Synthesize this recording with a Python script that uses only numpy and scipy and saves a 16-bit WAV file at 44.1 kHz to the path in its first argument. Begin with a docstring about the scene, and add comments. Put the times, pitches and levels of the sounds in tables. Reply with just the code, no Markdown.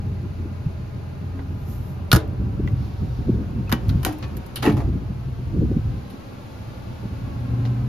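"""Wind buffets the microphone; then a service truck's steel compartment door swings and slams shut.
A paddle latch is pulled, and a fold-down door springs free and drops into its chains, booming and
rattling. Each impact excites damped modes of the struck part and the dense ring of the steel body;
flexing panels radiate the thumps. Traffic hisses and an engine drones some way off."""
import sys
import numpy as np
from scipy import signal
from scipy.fft import rfft, irfft, next_fast_len
from scipy.io import wavfile
from scipy.ndimage import uniform_filter1d, map_coordinates

SR = 44100
rng = np.random.default_rng(int(sys.argv[2]) if len(sys.argv) > 2 else 0)


def wav_record(signal):
    """Record a signal, one row per channel, as 16-bit PCM in the file named by sys.argv[1]."""
    frames = np.transpose(np.atleast_2d(signal))
    bounded = np.clip(frames, -1, 1)
    # unit amplitude maps onto the largest positive 16-bit level
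    quanta = np.round(bounded * 32767).astype(np.int16)
    wavfile.write(sys.argv[1], SR, quanta)


N = 347508
RING = 24576  # samples in one impact

# Levels are relative. Knock and bite weight a bass and a treble shelf; t60 is the time to fall 60 dB.
# the side door hits its frame and rattles shut: t/s, level/dB, knock/dB
SLAM_HITS = [(2.1288, -5, -14.5), (2.1318, -10, 0.5), (2.1424, -18.5, 6), (2.1497, -17.5, 7),
             (2.1597, -18, 7.5), (2.1620, -17, 2), (2.1661, -19, 15.5)]
# a bolt meets or leaves its striker: t/s, level/dB, chatter t60/s
BOLT_HITS = [(2.1166, -8, 0.019), (2.1328, -16.5, 0.0091), (3.8925, -31.5, 0.061), (4.049, -22, .007)]
# contacts: t/s, level/dB, knock/dB, bite/dB, chatter t60/s
LATCH_HITS = [(3.6945, -30, -4, -4, .06), (3.7170, -20, -8, -4, .04), (3.7250, -8, 0, -3, .022),
              (3.7335, -21, 2, -12, .04), (4.0310, -32, -3, 5, .05), (4.0498, -14, -6, 15.5, .006)]  # the paddle is pulled and the lock lets go
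DROP_JOLTS = [(4.0620, -24, 5, -3.5, 0.16), (4.1250, -41.5, -4, 10, 0.068), (4.7680, -32.5, 11.5, -5, 0.22),
              (4.8030, -31, 6, -17.5, 0.16)]  # the fold-down door springs free, later rebounds
CHAIN_HITS = [(4.5585, -30.5, -4.5, 4.5, 0.057), (4.5660, -30.5, 5, -7.5, .09),
              (4.6235, -28, -11, -9, 0.036), (4.6280, -22, -11.5, -13, .025), (4.6520, -37, -3, 3, 0.027),
              (4.7180, -42, -3, -6.5, 0.2), (6.1000, -51.5, -4, 2.5, 0.15)]
BODY_TAPS = [(1.391, -34.5, 10.5, -35.5, 0.11), (2.6755, -26.5, -9.5, -5.5, 0.0071),
             (7.6520, -38, 2.5, 3.5, 0.12)]
LINKAGE_HITS = [(4.2255, -37.5, 4, 4, .1), (4.2380, -37, 4, -6, .12), (4.6630, -24, -10, -4, .02)]
# contacts: t/s, level/dB
DROP_LANDING = [(4.6273, -20.5), (4.641, -24.5), (4.6520, -22.5), (4.6620, -19.5), (4.6800, -25.5),
                (4.6970, -25)]  # the door lands in its chains
LOCK_TICKS = [(2.2770, -66.5), (3.8830, -57.5), (4.1850, -57), (4.3685, -48), (4.4630, -55)]  # loose lock parts
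# panels flexing under a blow: t/s, level/dB, f/Hz, t60/s
PANEL_FLEXES = [(1.346, -30.5, 270.3, 0.78), (2.1330, -1.5, 121.4, 0.12), (2.1304, -5.5, 298, 0.043),
                (2.141, -8.5, 179, 0.091), (2.15, -6, 75, 0.12), (3.728, -11.5, 153, 0.049),
                (3.729, -13.5, 234, 0.11), (4.0600, -26, 759, 0.19), (4.0660, -26, 306, 0.61),
                (4.653, -11, 312.6, 0.11), (4.6730, -3, 290.4, 0.094), (4.6770, -11.5, 429, 0.098),
                (4.681, -10, 158, 0.1), (4.68, -16, 212, 0.44), (4.844, -16, 62, 0.46)]

# impact noise of each part: f/Hz, level/dB
SIDE_SPECTRUM = [(80, 0.5), (320, 3.5), (700, -0.5), (1000, -0.5), (1500, 1.5), (2300, -10.5),
                 (3000, -12.5), (4000, -13), (7000, -17), (12000, -13.5), (15000, -37.5)]
BOLT_SPECTRUM = [(200, -6), (900, -9), (1500, 0.5), (2200, -9), (4000, -0.5), (7000, -16.5), (12000, -12),
                 (15000, -27)]
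LOCK_SPECTRUM = [(80, -52), (400, 5), (650, -6.5), (1020, 4), (1500, 0), (2100, -6), (2750, -6),
                 (3700, -9.5), (7000, -15.5), (12500, -10.5), (15500, -29.5)]
DROP_SPECTRUM = [(80, -15.5), (190, -10.5), (320, 2.5), (560, -6.5), (820, 0.5), (1400, -11), (2800, -17),
                 (5500, -21), (12000, -20), (15000, -40)]
CHAIN_SPECTRUM = [(200, -6), (1000, -6), (2100, -5), (3400, -3.5), (4400, -2.5), (6500, -15), (11000, 0),
                  (15000, -21)]
TAP_SPECTRUM = [(200, 5.5), (1000, 2.5), (2000, -3), (4200, -4), (7000, -16.5), (13000, -31)]
# normal modes of each part: f/Hz, level/dB, t60/s
SIDE_MODES = [(312, -14, 0.19), (437.5, -23, 0.25), (520, -25, 0.4), (625, -27, 0.4), (960, -7, 0.027),
              (1230, -9, 0.031), (1440, -7, .035), (1680, -11, .035), (2940, -17, 0.035), (4250, -21, 0.03),
              (5200, -23, .035)]
BOLT_MODES = [(1444, -2.5, .055), (2926, -7, .018), (3690, -7, .02), (4270, -8, .03), (5100, -15, .04)]
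LOCK_MODES = [(315, -6.5, 0.22), (1030, -6, 0.026), (1540, -15.5, 0.12), (1900, -14, 0.16),
              (2340, -17, 0.06), (2980, -16, 0.15), (3800, -9.5, 0.024), (4160, -28, 0.19)]
DROP_MODES = [(285, -18, .85), (300, -9, .176), (415, -14, .17), (672, -15, .35), (861, -10, .15),
              (1240, -18, .14), (1360, -19, .16), (1930, -22, .17), (2261, -22, .2), (2649, -21, .15),
              (3350, -27, .15)]
CHAIN_MODES = [(2885, -15, .09), (3128, -19, .13), (3731, -11, .065), (4216, -18, .06), (4802, -18, .07),
               (10790, -17, .065), (11360, -17, .06)]
TAP_MODES = [(1990, -1.5, 0.024), (2740, -10, 0.038), (3180, -16.5, .045)]
LINKAGE_MODES = [(1125, -10, .23), (1766, -12, .3), (2487, -14, .22), (2842, -11, .16), (4457, -19, .13)]
# decay of the steel body's dense ring: f/Hz, t60/s
BODY_DECAY = [(100, 0.21), (400, 0.83), (1000, 0.25), (3000, 0.24), (7000, 0.15), (13000, 0.1)]
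# left-right coherence of the impact noise: f/Hz, coherence/1
METAL_COHERENCE = [(200, 0.71), (400, 0.72), (1000, 0.39), (2500, 0.6), (12000, 0.14)]
# the two microphone ports favour different bands: f/Hz, share of left_db/1
LEFT_BIAS = [(400, .5), (1000, -.8), (1500, -.6), (2300, .4), (4500, .4), (10000, -.2)]
# the left port hears the impacts first: f/Hz, phase lead/rad
LEFT_LEAD = [(100, 0.49), (400, 0.18), (2500, 0.18), (10000, 0.19)]

# envelopes of friction and steady wind: t/s, level/dB
HINGE_LEVEL = [(0, -100), (1.45, -78), (1.62, -62), (1.73, -51), (1.83, -60), (1.9, -56), (2.12, -90)]
SLEEVE_LEVEL = [(2.5, -78), (2.8, -60), (3.05, -58.5), (3.45, -65), (3.7, -89)]
BREEZE_LEVEL = [(0, -30), (1.1, -32), (2.0, -30.5), (2.9, -31), (3.7, -25.5), (4.52, -42.5), (5.05, -29.5),
                (5.9, -21.5), (6.12, -42.5), (6.9, -33), (7.5, -26), (7.88, -28)]
# gusts: t/s, length/s, rumble level/dB, flutter over rumble/dB
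WIND_GUSTS = [(2.399, 0.15, -22.5, -11), (2.697, 0.4, -23, -15.5), (3.042, 0.09, -21, -19),
              (3.316, 0.17, -20.5, -9), (3.52, 0.45, -33.5, -3), (3.943, 0.21, -20.5, -15.5),
              (4.336, 0.19, -30, -11.5), (4.833, 0.31, -21.5, -13), (5.604, 0.094, -22, -2.5),
              (5.739, 0.089, -27, -0.5), (5.955, 0.062, -25.5, -6)]
# single eddies: t/s, peak level/dB, f/Hz
EDDIES = [(0.669, -12, 104), (2.605, -14, 240), (2.74, -12.5, 121), (3.282, -29, 432), (3.295, -8, 219),
          (3.887, -11.5, 98), (3.929, -17, 113), (3.956, -11, 112), (5.594, -12, 160), (5.614, -27.5, 390),
          (5.717, -12.5, 266), (5.771, -11.5, 163)]
# noise of friction, wind and tyres: f/Hz, level/dB
HINGE_SPECTRUM = [(3000, -8), (6500, -3), (10000, -3), (12500, 3.5), (15000, -14.5)]
CLOTH_SPECTRUM = [(2000, -21), (3600, 0.5), (4900, -0.5), (7000, -10.5), (13000, -13), (15000, -28.5)]
RUMBLE_SPECTRUM = [(20, -39.5), (35, -13.5), (60, 0.5), (95, -0.5), (130, 2), (200, -28.5), (320, -25),
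                   (600, -75)]
FLUTTER_SPECTRUM = [(90, -49), (180, 4), (270, -4.5), (400, -12), (600, -29), (1200, -92)]
ROAR_SPECTRUM = [(200, 2.5), (450, 1), (700, -1), (1000, -3.5), (1550, -9), (1850, -16.5), (2800, -17.5),
                 (6000, -82)]
HISS_SPECTRUM = [(1200, 2.5), (2600, 5.5), (4200, 3.5), (6000, -2), (7500, -5), (12000, -5.5), (15000, -22)]
# far tyres: t/s, roar level/dB, hiss level/dB
TYRE_LEVELS = [(0.0, -49.5, -60.5), (0.9, -50, -60.5), (2.35, -49, -62), (3.73, -48.5, -59.5),
               (3.93, -47.5, -56.5), (5.1, -50.5, -60.5), (6.58, -48.5, -57), (7.88, -46, -58)]
# distant engine: t/s, firing f/Hz, level/dB
ENGINE_RUN = [(0, 89.5, -29), (.7, 88, -36), (1.5, 87.8, -32), (2.1, 86.4, -36.5), (3, 89.3, -50),
              (6.7, 109, -43.5), (7.3, 115.7, -31.5), (7.45, 117.6, -25), (7.63, 118, -21.5),
              (7.88, 123.9, -23.5)]
# its spectral lines: multiple of the firing rate/1, level/dB
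ENGINE_ORDERS = [(1, 0), (1.55, -23), (1.75, -16), (2.06, -22), (2.27, -20), (3.1, -29)]
# the open side door reflects less as it swings away: t/s, gain/1
DOOR_REFLECTION = [(1.1, 0.18), (1.6, 0.07)]
# response to the sum and the difference of the ports, out of step near 8.5 kHz: f/Hz, level/dB
PORT_SUM = [(20, 1), (5200, 0), (7000, -1.5), (7700, -10), (8400, -36.5), (9200, -5.5), (13700, 4),
            (15500, -10)]
PORT_DIFFERENCE = [(7500, 0.5), (8700, 6), (10000, -1.5), (13700, -19.5), (15500, 23.5)]


def side_door(bite_db=7.5, chatter_s=.018):
    """Impact and rebound: the door strikes its frame several times in quick succession."""
    hits = [(*hit, bite_db, chatter_s) for hit in SLAM_HITS]
    return struck(hits, SIDE_SPECTRUM, SIDE_MODES, body_db=-20, ring_db=-1.5, left_db=3, peaks_db=-2.5)


def drop_door(knock_db_per_s=200, bite_db_per_s=-95.5, chatter_s=0.1):
    """Impact under growing load: contacts get heavier and duller as the chains take the weight."""
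    hits = list(DROP_JOLTS)
    for s, db in DROP_LANDING:
        elapsed = s - DROP_LANDING[0][0]
        hits.append((s, db, -3 + knock_db_per_s * elapsed, -4.5 + bite_db_per_s * elapsed, chatter_s))
    return struck(hits, DROP_SPECTRUM, DROP_MODES, body_db=-10, ring_db=2.5, left_db=1.5, peaks_db=4)


def panels(attack_s=0.0016):
    """Damped bending vibration: a sheet pushes the air, giving a low thump or a hollow knock."""
    track, t = np.zeros((2, N)), np.arange(RING) / SR
    for s, db, hz, t60 in PANEL_FLEXES:
        add(track, s, amp(db - 60 * t / t60) * (1 - np.exp(-t / attack_s)) * np.sin(2 * np.pi * hz * t))
    return track


def bolts():
    """Hard contact between bolt and striker excites high, quickly damped modes."""
    hits = [(s, db, 0, 0, chatter_s) for s, db, chatter_s in BOLT_HITS]
    return struck(hits, BOLT_SPECTRUM, BOLT_MODES, body_db=-24, ring_db=-2, left_db=2.5, peaks_db=5)


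def latch(tick_bite_db=21.5, tick_chatter_s=0.04):
    """Sudden release sets the paddle lock in free vibration; its loose parts tick."""
    hits = LATCH_HITS + [(s, db, 0, tick_bite_db, tick_chatter_s) for s, db in LOCK_TICKS]
    return struck(hits, LOCK_SPECTRUM, LOCK_MODES, body_db=-22, ring_db=-7.5, left_db=4.5, peaks_db=4)


def chains():
    """Collisions of small steel links excite high natural frequencies: separate clinks."""
    return struck(CHAIN_HITS, CHAIN_SPECTRUM, CHAIN_MODES,
                  body_db=-5.5, ring_db=6.5, left_db=8, peaks_db=2)


def grinding_links(centre_s=4.66, spread_s=.038, centre_hz=2000, t60=.075):
    """Links pulled taut grind in a dense run of clinks, each a damped oscillator with its own pitch."""
    track, t = np.zeros((2, N)), np.arange(SR // 10) / SR
    for when, octaves, size, phase in rng.uniform(-1, 1, (26, 4)):
        hz = centre_hz * 2 ** (.7 * octaves)
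        db = -29.5 + 3 * size - 12 * when ** 2 - 2 * octaves - 60 * t / t60
        add(track, centre_s + spread_s * when, amp(db) * np.sin(2 * np.pi * hz * t + [[phase], [-phase]]))
    return track


def linkage():
    """Free play lets the lock's linkage collide and ring inside the moving door."""
    return struck(LINKAGE_HITS, TAP_SPECTRUM, LINKAGE_MODES,
                  body_db=-13.5, ring_db=0.5, left_db=4, peaks_db=3)


def taps():
    """Weak impulses excite a brief ring in the steel body."""
    return struck(BODY_TAPS, TAP_SPECTRUM, TAP_MODES, body_db=-28, ring_db=2.5, left_db=5, peaks_db=-1)


def pivots(squeak_s=3.682, squeak_hz=2570, squeak_db=-42):
    """Friction: the swinging hinge hisses; the paddle's pivot gives one tiny, unsteady squeak."""
    t = np.arange(N) / SR - squeak_s
    squeak = np.exp(-(t / .005) ** 2 / 2) * np.sin(2 * np.pi * squeak_hz * t + .8 * wobble(300))
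    rub = stereo_noise(HINGE_SPECTRUM, coherence=.4)
    return amp(squeak_db) * squeak + amp(curves(HINGE_LEVEL)[0] + 1.5 * wobble(35)) * rub


def sleeve():
    """Sliding friction: cloth rustles unevenly as an arm reaches for the paddle."""
    cloth = stereo_noise(CLOTH_SPECTRUM, coherence=.5)
    return amp(curves(SLEEVE_LEVEL)[0] + 2.1 * wobble(12)) * cloth


def wind(flutter_db=-44, flutter_slope=.3):
    """Turbulent pressure at the microphone: breeze and gusts add in power; single eddies thud."""
    breeze_db, = curves(BREEZE_LEVEL)
    rumble = amp(breeze_db)
    flutter = amp(flutter_db + flutter_slope * (breeze_db - breeze_db.mean()))
    for s, length, db, over_db in WIND_GUSTS:
        swell = np.exp(-2 * ((np.arange(N) / SR - s) / length) ** 2)
        rumble = np.hypot(rumble, amp(db) * swell)
        flutter = np.hypot(flutter, amp(db + over_db) * swell)
    lumps = wobble(35)
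    air = rumble * amp(-1.6 + lumps) * stereo_noise(RUMBLE_SPECTRUM, coherence=0.92)
    air += flutter * amp(1.5 + 3.9 * lumps) * stereo_noise(FLUTTER_SPECTRUM, coherence=0.9)
    t = np.arange(-SR // 20, SR // 20) / SR
    for s, db, hz in EDDIES:
        band = signal.butter(4, [hz / 2, hz * np.sqrt(2)], "band", fs=SR, output="sos")
        puff = signal.sosfilt(band, rng.standard_normal(len(t))) / np.cosh(t / 0.0042)
        add(air, s + t[0], amp(db) * puff / np.abs(puff).max())
    return air


def tyres():
    """Rolling contact radiates broadband noise: a far roar, and a hiss slightly to the left."""
    roar_db, hiss_db = curves(TYRE_LEVELS)
    roar = amp(roar_db + 6 + 0.39 * wobble(6)) * stereo_noise(ROAR_SPECTRUM, coherence=0.068)
    hiss = amp(hiss_db + 4) * stereo_noise(HISS_SPECTRUM, coherence=0.32) * amp([[1.2], [-1.2]])
    return roar + hiss


def engine():
    """Periodic firing gives a line spectrum, which rises as the distant engine pulls harder."""
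    firing_hz, level_db = curves(ENGINE_RUN)
    phase = 2 * np.pi * np.cumsum(firing_hz * (1 + .008 * wobble(14))) / SR
    drone = sum(amp(db + wobble(12)) * np.sin(order * phase + .15 * order ** 2 * wobble(15))
                for order, db in ENGINE_ORDERS)
    return amp(level_db) * unit(drone)


def truck_reflections(x, wall_gain=0.33, wall_delay_s=0.0048, door_delay_s=0.000457):
    """Comb filtering: echoes off flat steel add a hollow colour that drifts as the microphone moves."""
    t = np.arange(N) / SR
    echo = lambda delay: np.array([np.interp(t - delay, t, channel) for channel in x])
    walls = wall_gain * echo(wall_delay_s * amp(1.28 * wobble(0.692)))
    return x + walls + curves(DOOR_REFLECTION)[0] * echo(door_delay_s)


def struck(contacts, spectrum, modes, body_db, ring_db, left_db, peaks_db):
    """Superposition: each contact sums brief chatter, the part's modes and the body's dense ring."""
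    track, t, hz = np.zeros((2, N)), np.arange(RING) / SR, np.fft.rfftfreq(RING, 1 / SR)
    colour = minimum_phase(unit(amp(along(spectrum, hz))))
    knock_shelf = along([(400, 0.71), (900, 0.055)], hz)
    bite_shelf = along([(1600, 0.12), (6000, 0.64), (10000, 1)], hz)
    mode_hz, mode_db, mode_t60 = np.transpose(modes)
    mode_decay = amp(mode_db[:, None] + ring_db - 60 * t / mode_t60[:, None])
    ringing = mode_decay * np.exp(2j * np.pi * mode_hz[:, None] * t)
    # hundreds of lesser modes of the sheet give the same narrow peaks in every blow
    peaks = unit(uniform_filter1d(uniform_filter1d(rng.standard_normal(len(hz)), size=17), size=11))
    peaks = np.minimum(peaks, np.tanh(peaks))  # none towers over the rest
    body_peaks = minimum_phase(unit(amp(peaks_db * peaks)))
    crack_peaks = minimum_phase(unit(amp(0.27 * peaks_db * peaks)))
    band_hz, age, _ = signal.stft(np.zeros(RING), SR, nperseg=256)
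    body_fade = amp(body_db - 60 * age / along(BODY_DECAY, band_hz)[:, None])
    for s, db, knock_db, bite_db, chatter_s in contacts:
        # within 10 ms the crack breaks up into uneven clinks
        clinks_db = 1.5 * unit(uniform_filter1d(rng.standard_normal(RING), 100)) * np.minimum(t / .01, 1)
        crack = rng.standard_normal((2, RING)) * amp(clinks_db - 60 * t / chatter_s)
        bands = signal.stft(rng.standard_normal((2, RING)), nperseg=256)[2]
        body = signal.istft(bands * body_fade, nperseg=256)[1]
        noise = rfft(crack) * crack_peaks + rfft(body) * body_peaks
        noise = spread(noise, along(METAL_COHERENCE, hz)) * colour
        # every blow lands elsewhere on the mode shapes; high modes reach the ports out of step
        phase = rng.uniform(0, 2 * np.pi, len(modes))
        phase = phase + rng.standard_normal((2, len(modes))) * np.minimum(mode_hz / 4000, 1)
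        excitation = amp(rng.normal(0, 2, len(modes))) * np.exp(1j * phase)
        ring = (excitation @ ringing).imag * (1 - np.exp(-t / .0012))
        tone = minimum_phase(amp(knock_db * knock_shelf + bite_db * bite_shelf))
        add(track, s, amp(db) * irfft((noise + rfft(ring)) * tone))
    log_left_over_right = lambda f: np.log(amp(left_db * along(LEFT_BIAS, f))) + 1j * along(LEFT_LEAD, f)
    return filtered(track, lambda f: np.exp(np.outer([.5, -.5], log_left_over_right(f))))


def amp(db):
    """Decibels to amplitude ratio."""
    return np.exp(np.asarray(db) * np.log(10) / 20)


def unit(x):
    """Normalise to rms 1."""
    return x / np.sqrt(np.mean(x ** 2) + 1e-20)


def along(points, hz):
    """Interpolate (f/Hz, value) points on a log frequency axis."""
    f, v = np.transpose(points)
    return np.interp(np.log(hz + 1), np.log(f + 1), v)


def curves(rows):
    """Interpolate each column after t/s to one value per sample."""
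    s, *cols = np.transpose(rows)
    return [np.interp(np.arange(N) / SR, s, c) for c in cols]


def wobble(rate):
    """Smooth random modulation, rate knots a second."""
    knots = rng.standard_normal(1024)
    coarse = np.arange(0, N + 64, 64)
    return np.interp(np.arange(N), coarse, map_coordinates(knots, [coarse * rate / SR], mode="wrap"))


def filtered(x, response):
    """Linear filtering: the spectrum of x times a frequency response."""
    m = next_fast_len(N + SR // 2, True)
    return irfft(rfft(x, m) * response(np.fft.rfftfreq(m, 1 / SR)), m)[..., :N]


def add(track, s, sound):
    """Superpose a sound on the track at time s."""
    part = track[:, round(s * SR):][:, :sound.shape[-1]]
    part += sound[..., :part.shape[1]]


def spread(pair, coherence):
    """Mix two independent signals into left and right of a given coherence."""
    turn = np.arccos(np.clip(coherence, -1, 1)) / 2
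    mid, side = pair[0] * np.cos(turn), pair[1] * np.sin(turn)
    return np.array([mid + side, mid - side])


def stereo_noise(spectrum, coherence):
    """Partly coherent coloured noise of rms 1."""
    white = spread(rng.standard_normal((2, N)), coherence)
    return unit(filtered(white, lambda hz: amp(along(spectrum, hz))))


def minimum_phase(gain):
    """Causality: the response with this gain that never sounds before its cause."""
    cepstrum = irfft(np.log(gain + 1e-6))
    cepstrum[1:RING // 2] *= 2
    cepstrum[RING // 2 + 1:] = 0
    return np.exp(rfft(cepstrum))


def scene():
    """Sound pressures add at the two microphone ports."""
    metal = bolts() + side_door() + latch() + drop_door() + chains() + taps() + linkage()
    metal += grinding_links() + panels()
    return metal + pivots() + sleeve() + wind() + truck_reflections(tyres() + engine())


def record(dry, ceiling=.95, top_hz=15800):
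    """Saturation rounds the slam; interference between the ports colours the band-limited treble."""
    left, right = dry / (1 + np.abs(dry / ceiling) ** 6) ** (1 / 6)
    ports = lambda hz: amp([along(PORT_SUM, hz), along(PORT_DIFFERENCE, hz)]) * (hz < top_hz)
    mid, side = filtered(np.array([left + right, left - right]) / 2, ports)
    return np.array([mid + side, mid - side])


dry = scene()
out = record(dry)
wav_record(out)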